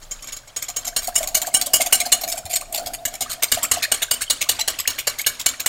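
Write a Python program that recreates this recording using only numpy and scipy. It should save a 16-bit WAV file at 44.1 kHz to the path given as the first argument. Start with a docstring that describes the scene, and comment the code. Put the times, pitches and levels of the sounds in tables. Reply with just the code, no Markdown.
"""A wire whisk taps and brushes a glass jug lightly, then beats the thin liquid in it, in a kitchen.
Five times a second the wires slap the glass and sweep back along the wall, setting wires and jug
ringing; midway the whisk only stirs and the jug knocks on the worktop. Hollows in the liquid
collapse in gulps, air dragged under rises as bubbles, and thrown droplets tick on the wall."""
import sys
import numpy as np
from scipy import signal
from scipy.fft import rfft, irfft
from scipy.io import wavfile
from scipy.ndimage import map_coordinates

SR = 44100
rng = np.random.default_rng(int(sys.argv[2]) if len(sys.argv) > 2 else 0)


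def wav_out(sig):
    """Save sig, one row per channel (or a flat mono array), as 16-bit PCM at SR to the path in sys.argv[1]."""
    wavfile.write(sys.argv[1], SR, np.round(np.clip(np.atleast_2d(sig).T, -1, 1) * 32767).astype(np.int16))


N = 250796
T = np.arange(SR // 4) / SR  # seconds within one event
TOP_HZ = 15800
FIRM_DB = -6.5  # level of a firm stroke


def amp(db):
    """Decibels to gain."""
    return 10 ** (np.asarray(db) / 20)


def unit(x):
    """Scale to rms 1."""
    return x / np.sqrt(np.mean(x ** 2) + 1e-20)


def match_rms(x, envelope):
    """Scale to the rms of the envelope."""
    return unit(x) * np.sqrt(np.mean(envelope ** 2))


def at_hz(points, hz):
    """Read (Hz, value) points on a log axis."""
    freqs, values = np.transpose(points)
    return np.interp(np.log(hz + 1), np.log(freqs), values)


def at_time(rows, s):
    """Read each column after the time at s seconds."""
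    times, *columns = np.transpose(rows)
    return [np.interp(s, times, column) for column in columns]


def curves(rows):
    """Read each column after the time at every sample."""
    return at_time(rows, np.arange(N) / SR)


def add(track, s, sound):
    """Mix a sound in at s seconds."""
    i = int(np.clip(s * SR, 0, N - 1))
    track[i:i + len(sound)] += sound[:N - i]


def colour(x, spectrum, tilt_db_oct=0):
    """Filter by (Hz, dB) points, tilted from 1 to 8 kHz; rms 1."""
    hz = np.fft.rfftfreq(len(x), 1 / SR)
    octaves = np.log2(np.clip(hz, 1000, 8000) / 1000)
    return unit(irfft(rfft(x) * amp(at_hz(spectrum, hz) + tilt_db_oct * octaves), len(x)))


def noise(spectrum, samples=N):
    """Coloured noise at rms 1."""
    return colour(rng.standard_normal(samples), spectrum)


# Room tone spectrum. Each row: frequency in Hz, relative level in dB.
ROOM_SPECTRUM = [(20, -23), (120, 7.5), (300, -15), (600, 2), (1200, -5.5), (2500, -13.5), (6000, -13),
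                 (10000, -16), (16000, -56)]
# Handling rumble. Each row: time in seconds, relative level in dB.
RUMBLE_LEVELS = [(0.0, -47.5), (0.62, -55.5), (1.33, -42), (1.55, -53.5), (3.47, -53), (3.75, -73),
                 (4.01, -53), (5.37, -66), (5.69, -63)]
def background(tone_db=-53, rumble_gain_db=3):
    """Room tone and a low rumble of handling."""
    tone = noise(ROOM_SPECTRUM)
    rumble = noise([(10, -20.5), (28, 3.5), (42, -16), (70, -19), (120, -33), (180, -33), (500, -40)])
    return amp(tone_db) * tone + amp(curves(RUMBLE_LEVELS)[0] + rumble_gain_db) * rumble


def bubble(hz, glide_per_s, swell_s, t60_s):
    """An air pocket rings at peak 1; its pitch glides, upward as it nears the surface."""
    t = T[:int(t60_s * SR) + 2]
    envelope = (1 - np.exp(-(t / swell_s) ** 2)) * amp(-60 * t / t60_s)
    phase = 2 * np.pi * np.cumsum(hz * (1 + glide_per_s * t)) / SR
    return envelope / envelope.max() * np.sin(phase)


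def swarm(starts_s, centre_hz, cycles):
    """Tiny bubbles; smaller ones ring higher and shorter."""
    out = np.zeros(N)
    for s, (pitch, strength, climb) in zip(starts_s, rng.standard_normal((len(starts_s), 3))):
        hz = np.clip(centre_hz * np.exp(0.45 * pitch), 500, 9000)
        tone = bubble(hz, glide_per_s=15 + 20 * climb, swell_s=0.0013, t60_s=cycles / hz)
        add(out, s, amp(3.4 * strength) * tone)
    return out


def lumps(rate_hz, depth_db):
    """A gain of rms 1 that swells and sinks at random."""
    knots = rng.standard_normal(int(N * rate_hz / SR) + 4)
    return unit(amp(depth_db * map_coordinates(knots, [np.arange(N) * rate_hz / SR])))


def surge(delay_s, width_s, rest_db, throw_db_per_db=0.31):
    """Gain of liquid falling back after each stroke; harder strokes throw more."""
    out = np.zeros(N)
    for moves, lag_s, spread_s in [(SLAP_EVENTS, delay_s, width_s),
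                                   (SWEEP_EVENTS, delay_s / 3, width_s / 2)]:
        fall = np.exp(-((T - lag_s) / spread_s) ** 2)
        for s, db, *_ in moves:
            add(out, s, amp(throw_db_per_db * (db - FIRM_DB)) * fall)
    return unit(out + amp(rest_db))


# Liquid motion. Each row: time in seconds, slosh in dB, relative splash in dB.
CHURN_LEVELS = [(0.0, -80, -48.5), (0.62, -68, -49.5), (0.76, -51, -47.5), (0.88, -50.5, -49),
                (1.36, -37.5, -50), (1.9, -36.5, -46), (2.15, -40.5, -47.5), (2.55, -39.5, -58),
                (2.75, -38, -54), (2.83, -33.5, -46), (3.03, -44, -56), (3.13, -42, -51.5),
                (3.53, -54.5, -39), (3.75, -42.5, -39), (4.12, -72, -45.5), (4.59, -48, -41.5),
                (5.16, -80, -43.5), (5.69, -56, -42)]
def churn(spray_db=1, fizz_db=-1, lap_db=-6, bubble_count=1100):
    """Stirred liquid: slosh in the jug's air column, low lapping, spray and fizz."""
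    slosh_db, splash_db = curves(CHURN_LEVELS)
    slosh = noise([(120, -25), (260, -13.5), (450, -20), (590, -12.5), (700, 8.5), (800, -13.5),
                   (950, -31), (2000, -33)])
    lap = noise([(100, 4.5), (190, -21), (250, 4.5), (330, -2.5), (430, -5.5), (650, 4),
                 (1200, -50), (3000, -58)])
    spray = noise([(300, -44), (1150, 12.5), (1700, 7.5), (2300, 6), (5000, 6.5), (9000, 1.5),
                   (16000, -12)])
    fizz = unit(swarm(rng.uniform(0, N / SR, bubble_count), centre_hz=2092, cycles=62))
    splash = amp(spray_db) * spray + amp(fizz_db) * fizz + amp(lap_db) * lap
    glugs = lumps(rate_hz=30, depth_db=4.5)
    falling = surge(delay_s=0.026, width_s=0.063, rest_db=-16.5)
    return amp(slosh_db) * glugs * slosh + amp(splash_db) * falling * splash


def droplets(gain_db=-0.5, count=1300, cycles=70):
    """Droplets thrown by the strokes tick on the wall and wires."""
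    out = np.zeros(N)
    t = T[:SR // 30]
    for s, (pitch, size) in zip(rng.uniform(0, N / SR, count), rng.standard_normal((count, 2))):
        hz = np.clip(5000 * np.exp(0.5 * pitch), 1500, 14000)
        ping = np.sin(2 * np.pi * hz * t) * amp(-60 * t * hz / cycles)
        add(out, s, amp(2.1 * min(size, 1.6)) * ping)
    _, splash_db = curves(CHURN_LEVELS)
    falling = surge(delay_s=0.055, width_s=0.04, rest_db=-14)
    return amp(splash_db + gain_db) * falling * unit(out)


def pressure(rise_s, hold_s, t60_s, softness):
    """Force envelope: rise, hold, decay."""
    rise = np.clip(T / max(rise_s, 1e-4), 0, 1) ** softness
    return rise * amp(-60 * np.maximum(T - rise_s - hold_s, 0) / t60_s)


def contacts(rate_hz, buzz):
    """Random ticks of single wires over their steady buzz."""
    ticks = (rng.random(len(T)) < rate_hz / SR) * rng.standard_normal(len(T))
    return unit(ticks) + buzz * rng.standard_normal(len(T))


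def wires(force, ping_db, t60_s, count=70):
    """Contacts click and set wire loops pinging, different loops on each stroke."""
    t = T[:SR // 16]
    hz = rng.uniform(1000, TOP_HZ, (count, 1))
    weights = rng.standard_normal((count, 1))
    pings = np.sum(weights * np.sin(2 * np.pi * hz * t), axis=0) * amp(-60 * t / t60_s)
    return unit(force) + amp(ping_db) * unit(signal.fftconvolve(force, pings)[:len(T)])


def mode(force, hz, t60_s):
    """One driven resonance at rms 1."""
    ring = np.sin(2 * np.pi * hz * T) * amp(-60 * T / t60_s)
    return unit(signal.fftconvolve(force, ring)[:len(T)])


# Jug modes. Each entry: frequency in Hz.
JUG_HZ = [1180, 1560, 2146, 2270, 3167, 4150, 5491, 6368, 6761, 7388, 8578, 9017, 9936, 11835, 12716]
# The same modes in order. Each row: relative level in dB, t60 in seconds.
JUG_MODES = [(-9.5, 0.099), (-9.5, 0.24), (-84, 0.37), (-4.5, 0.1), (-3.5, 0.12), (-10, 0.23), (2, 0.056),
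             (-51, 0.28), (10.5, 0.053), (6.5, 0.081), (-20.5, 0.1), (2, 0.056), (-14.5, 0.14), (-4.5, 0.1),
             (-29, 0.071)]
def glass(force, stroke_db, mellow_db_per_db=0.94):
    """Jug modes shift with contact point and swirling liquid; light touches miss the highest."""
    scatter = rng.standard_normal((len(JUG_MODES), 2)) * [2.5, 0.0015]
    treble_db = mellow_db_per_db * min(stroke_db + 19, 0) * (np.array(JUG_HZ) > 8000)
    modes = zip(JUG_HZ, JUG_MODES, scatter, treble_db)
    return unit(sum(amp(db + scatter_db + cut_db) * mode(force, hz * (1 + detune), t60_s)
                    for hz, (db, t60_s), (scatter_db, detune), cut_db in modes))


# Grip on the jug and depth of the whisk. Each row: time in seconds, glass ring in dB, worktop bump
# in dB, wetness in dB, tilt in dB per octave, wire rebound in dB.
GRIP = [(0.1, 13, -2, -23, -0.5, -14), (0.8, 3.5, -23, -24, -1.5, -16.5), (1.3, -2, -14, -3, 1.5, -4),
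        (2.1, -2.5, -14, -13, -0.5, -12), (2.5, -3.5, 25, -8, -1.5, -14), (3.1, -4, -2.5, -8, -3, -14),
        (3.7, -3, -2, 1.5, -3.5, -10.5), (4.5, -3.5, -15, 3.5, -4, -15), (5.6, -0.5, -9.5, 0, -1.5, -12.5)]
def grip_at(s):
    """Ring, bump and wetness gains, tilt and rebound gain at s seconds."""
    ring_db, bump_db, wet_db, tilt_db_oct, rebound_db = at_time(GRIP, s)
    return amp(ring_db), amp(bump_db), amp(wet_db), tilt_db_oct, amp(rebound_db)


# Skidding wire spectrum. Each row: frequency in Hz, relative level in dB.
SWEEP_SPECTRUM = [(40, -21), (170, -15.5), (250, -5), (400, 6), (700, 15), (1100, -23.5), (2200, 16.5),
                  (3000, 5), (4100, 12), (5500, 4), (7500, 10.5), (9000, 4), (10500, -0.5), (13000, 4),
                  (16000, -4.5)]
# Sweeps along the wall. Each row: start in seconds, relative level in dB, length in seconds.
SWEEP_EVENTS = [(0.017, -38.5, 0.013), (0.222, -28.5, 0.004), (0.241, -31, 0.0034), (0.271, -27, 0.0045),
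                (0.283, -27.5, 0.0031), (0.321, -24, 0.011), (0.363, -28, 0.0073), (0.474, -36, 0.0037),
                (0.619, -22, 0.017), (0.68, -24.5, 0.023), (0.847, -21.5, 0.0037), (0.864, -20.5, 0.02),
                (1.019, -27, .03), (1.069, -21, 0.013), (1.223, -21.5, 0.013), (1.271, -19.5, 0.011),
                (1.416, -15.5, 0.007), (1.462, -21.5, 0.011), (1.611, -12, 0.0065), (1.659, -18.5, 0.0096),
                (1.803, -13, 0.018), (1.856, -18, 0.014), (1.998, -14, 0.015), (2.052, -21.5, 0.015),
                (2.208, -24.5, 0.014), (2.233, -20, 0.0096), (2.27, -23, 0.035), (2.315, -18.5, 0.014),
                (2.366, -24.5, 0.019), (2.451, -29, 0.016), (2.492, -25.5, 0.032), (2.525, -17, 0.019),
                (2.554, -13, .014), (2.609, -25.5, 0.0059), (2.723, -23, 0.0063), (2.737, -20, 0.026),
                (2.772, -21.5, 0.017), (2.858, -23.5, 0.017), (2.933, -22.5, 0.013), (3.132, -28, 0.024),
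                (3.294, -22.5, 0.026), (3.327, -24.5, .011), (3.422, -11, 0.018), (3.625, -15, 0.025),
                (3.822, -15, 0.024), (4.016, -14, 0.017), (4.207, -18, 0.023), (4.408, -15, 0.02),
                (4.588, -17.5, 0.026), (4.785, -18, 0.019), (4.978, -20.5, 0.026), (5.182, -21.5, 0.03),
                (5.392, -23, 0.023), (5.594, -18.5, 0.011)]
def sweeps(glass_db=-6, froth_db=-6, gain_db=-2.5, bubble_count=22, swell_share=0.31, bright_db_oct=7):
    """Wires skid back over the wet glass and drag air into the liquid."""
    out = np.zeros(N)
    for s, db, length_s in list(SWEEP_EVENTS) + grazes():
        ring_gain, _, wet_gain, tilt_db_oct, _ = grip_at(s)
        tilt_db_oct += bright_db_oct
        rise_s = swell_share * length_s
        push = pressure(rise_s, length_s - rise_s, t60_s=0.043, softness=1.1)
        force = contacts(rate_hz=1200, buzz=0.15) * push
        steel = colour(wires(force, ping_db=9.5, t60_s=0.015), SWEEP_SPECTRUM, tilt_db_oct)
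        bubbles = swarm(rng.uniform(0, length_s + 0.015, bubble_count), centre_hz=2954, cycles=46)
        froth = amp(froth_db - tilt_db_oct) * wet_gain * unit(bubbles[:len(T)] * np.sqrt(push))
        jug = amp(glass_db) * ring_gain * glass(force, db)
        add(out, s, amp(db + gain_db) * match_rms(steel + jug + froth, push))
    return out


# Gurgle spectrum. Each row: frequency in Hz, relative level in dB.
GURGLE_SPECTRUM = [(100, -16), (190, -38), (260, 2), (420, -34), (600, 10), (780, 1), (950, -5.5),
                   (2000, -13.5)]
# The loudest gulps, most just after a sweep of the whisk.
# Each row: start in seconds, tone peak in dB, pitch in Hz.
GULP_EVENTS = [(0.691, -28.5, 720), (0.872, -29, 724), (1.079, -18.5, 720), (1.205, -21.5, 650),
               (1.232, -27.5, 606), (1.475, -21, 725), (1.799, -16, 706), (1.865, -24.5, 716),
               (2.062, -22.5, 699), (2.235, -23, 719), (2.34, -27, 695), (2.796, -26, 687),
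               (3.209, -25, 747), (3.571, -18.5, 704), (3.769, -22, 732)]
def gulps(air_hz=706.5, pitch_scatter=0.06, scatter_db=2, gurgle_db=-11):
    """Hollows close at the jug's air resonance; one trails each move, louder with more slosh."""
    out = np.zeros(N)
    events = list(GULP_EVENTS)
    for moves, delay_s, over_slosh_db in [(SWEEP_EVENTS, 0.008, 9.6), (SLAP_EVENTS, 0.022, 12.6)]:
        for s, *_ in moves:
            slosh_db, _ = at_time(CHURN_LEVELS, s)
            db = slosh_db + rng.normal(over_slosh_db, scatter_db)
            events.append((s + delay_s, db, air_hz * rng.normal(1, pitch_scatter)))
    for s, db, hz in events:
        tone = bubble(hz, glide_per_s=rng.normal(-0.94, 2.13), swell_s=0.0027, t60_s=0.066)
        envelope = pressure(rise_s=0.011, hold_s=0.0047, t60_s=0.04, softness=0.23)
        add(out, s, amp(db) * tone)
        add(out, s, amp(db + gurgle_db) * envelope * noise(GURGLE_SPECTRUM, len(T)))
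    return out


# Large bubbles. Each row: start in seconds, peak in dB, starting pitch in Hz, glide in share per second.
RISING_BUBBLES = [(1.444, -30, 1300, 47), (1.806, -18, 2114, 1.5), (2.012, -19, 2110, 3.3),
                  (3.259, -29.5, 1136, 12), (3.648, -23, 1970, 30), (3.848, -17.5, 1500, 29),
                  (4.161, -27, 2940, 3), (4.276, -28.5, 2930, 8), (4.61, -13.5, 4030, 0.5),
                  (4.852, -23, 1330, 88), (5.192, -19, 2090, 7), (5.241, -26.5, 1780, 91)]
def rising_bubbles(max_delay_s=0.07, gain_db=-19, centre_hz=1690, pitch_scatter=0.4, max_glide_per_s=34):
    """Air dragged under rises in quick blips; each sweep adds a small one, louder if harder."""
    out = np.zeros(N)
    events = list(RISING_BUBBLES)
    for s, db, _ in SWEEP_EVENTS:
        delay_s = max_delay_s * rng.uniform(0.5, 1)
        hz = centre_hz * np.exp(rng.normal(0, pitch_scatter))
        events.append((s + delay_s, db + gain_db, hz, max_glide_per_s * rng.random()))
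    for s, db, hz, glide_per_s in events:
        add(out, s, amp(db) * bubble(hz, glide_per_s, swell_s=0.0065, t60_s=0.025))
    return out


# Slapping wire spectrum. Each row: frequency in Hz, relative level in dB.
SLAP_SPECTRUM = [(40, -29), (180, -76), (250, -25.5), (400, -9), (620, -1.5), (1100, -21.5), (1700, 0.5),
                 (2600, -6.5), (4300, 11.5), (5200, 2), (7000, 12), (9000, 15), (10800, 3.5), (13000, 8),
                 (16000, 2.5)]
# Slaps on the glass; square ones land fast, glancing ones slowly.
# Each row: start in seconds, level in dB, landing in seconds, hold in seconds.
SLAP_EVENTS = [(0.109, -24.5, .002, 0.011), (0.5619, -20.5, 0.0022, 0.0071), (0.762, -16, 0.0056, .001),
               (0.9624, -13, .002, .005), (1.153, -9.5, 0.0086, .001), (1.345, -11, 0.0036, 0.0053),
               (1.540, -9, 0.0011, .009), (1.733, -6.5, 0.0087, 0.0025), (1.923, -5.5, 0.0033, 0.0048),
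               (2.118, -8, .002, 0.011), (3.0517, -15.5, 0.00085, .005), (3.207, -19.5, .002, 0.015),
               (3.5167, -8.5, 0.0018, 0.0031), (3.713, -9.5, 0.0011, 0.0046), (3.916, -8.5, 0.0031, 0.0017),
               (4.1095, -9, 0.0038, 0.0012), (4.2984, -11.5, .0015, .009), (4.488, -10, 0.0031, 0.0056),
               (4.6753, -12.5, 0.0071, 0.0011), (4.8747, -9, 0.0012, .001), (5.069, -13.5, .005, 0.0056),
               (5.263, -11.5, 0.0013, .0085), (5.46, -8, .0015, 0.0033), (5.660, -10.5, 0.0019, 0.0038)]
def slaps(glass_db=-3, bump_db=-23, body_db=-25, rebound_s=0.029, rebound_width_s=0.01,
          main_hz=2906, firm_ring_db=-9, ring_db_per_db=0.6):
    """Wires hit the wall, rebound once and nudge the jug; firm slaps wake its main ring."""
    out = np.zeros(N)
    for s, db, landing_s, hold_s in SLAP_EVENTS:
        ring_gain, bump_gain, _, tilt_db_oct, rebound_gain = grip_at(s)
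        slap = pressure(landing_s, hold_s, t60_s=0.044, softness=0.73)
        rebound = rebound_gain * np.exp(-((T - rebound_s) / rebound_width_s) ** 2)
        push = np.hypot(slap, rebound)
        force = contacts(rate_hz=3500, buzz=0.63) * push
        steel = colour(wires(force, ping_db=0.5, t60_s=0.013), SLAP_SPECTRUM, tilt_db_oct)
        jug = amp(glass_db) * ring_gain * glass(force, db)
        main_db = firm_ring_db + ring_db_per_db * (db - FIRM_DB)
        main_ring = amp(main_db) * mode(force * slap, main_hz * rng.normal(1, 0.004), t60_s=0.075)
        bump = amp(bump_db) * mode(force, hz=96, t60_s=0.028)
        body = amp(body_db) * mode(force, hz=248, t60_s=0.22)
        add(out, s, amp(db) * match_rms(steel + jug + main_ring + bump_gain * (bump + body), push))
    return out


def grazes(span_s=(1.0, 2.4), level_db=-34.5, scatter_db=2, length_s=0.007, count=18):
    """Sweep rows for stray wires touching the wall while the whisk works deep."""
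    starts_s = np.interp(np.arange(count) + rng.random(count), [0, count], span_s)
    return [(s, rng.normal(level_db, scatter_db), length_s) for s in starts_s]


# Jug on the worktop. Each row: start in seconds, peak in dB.
KNOCK_EVENTS = [(2.45, -28), (2.728, -47), (2.86, -33)]
def knocks(hz=88, t60_s=0.071):
    """Dull thuds of the jug's base."""
    out = np.zeros(N)
    for s, db in KNOCK_EVENTS:
        add(out, s, amp(db - 60 * T / t60_s) * np.sin(2 * np.pi * hz * T))
    return out


# Room decay. Each row: frequency in Hz, t60 in seconds.
KITCHEN_DECAY = [(200, 0.92), (1500, 0.57), (7000, 0.43), (15000, 0.22)]
def kitchen(x):
    """The room's short, bright tail, 5 ms late."""
    hz, t, spectrum = signal.stft(rng.standard_normal(SR // 2), SR, nperseg=256)
    decay = amp(-60 * t / at_hz(KITCHEN_DECAY, hz)[:, None])
    _, tail = signal.istft(spectrum * decay, SR, nperseg=256)
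    tail = np.pad(tail, (SR // 200, 0))
    return signal.fftconvolve(x, tail / np.linalg.norm(tail))[:N]


def scene(room_db=-17):
    """Whisk, jug and liquid in the kitchen, mono."""
    near = slaps() + sweeps() + gulps() + rising_bubbles() + churn() + droplets() + knocks()
    return (near + amp(room_db) * kitchen(near) + background())[None]


def record(dry):
    """Soft clip at full scale, then a steep low-pass."""
    rounded = dry / (1 + np.abs(dry) ** 8) ** (1 / 8)
    return signal.sosfilt(signal.ellip(10, 0.1, 80, TOP_HZ, fs=SR, output="sos"), rounded)


dry = scene()
out = record(dry)
wav_out(out)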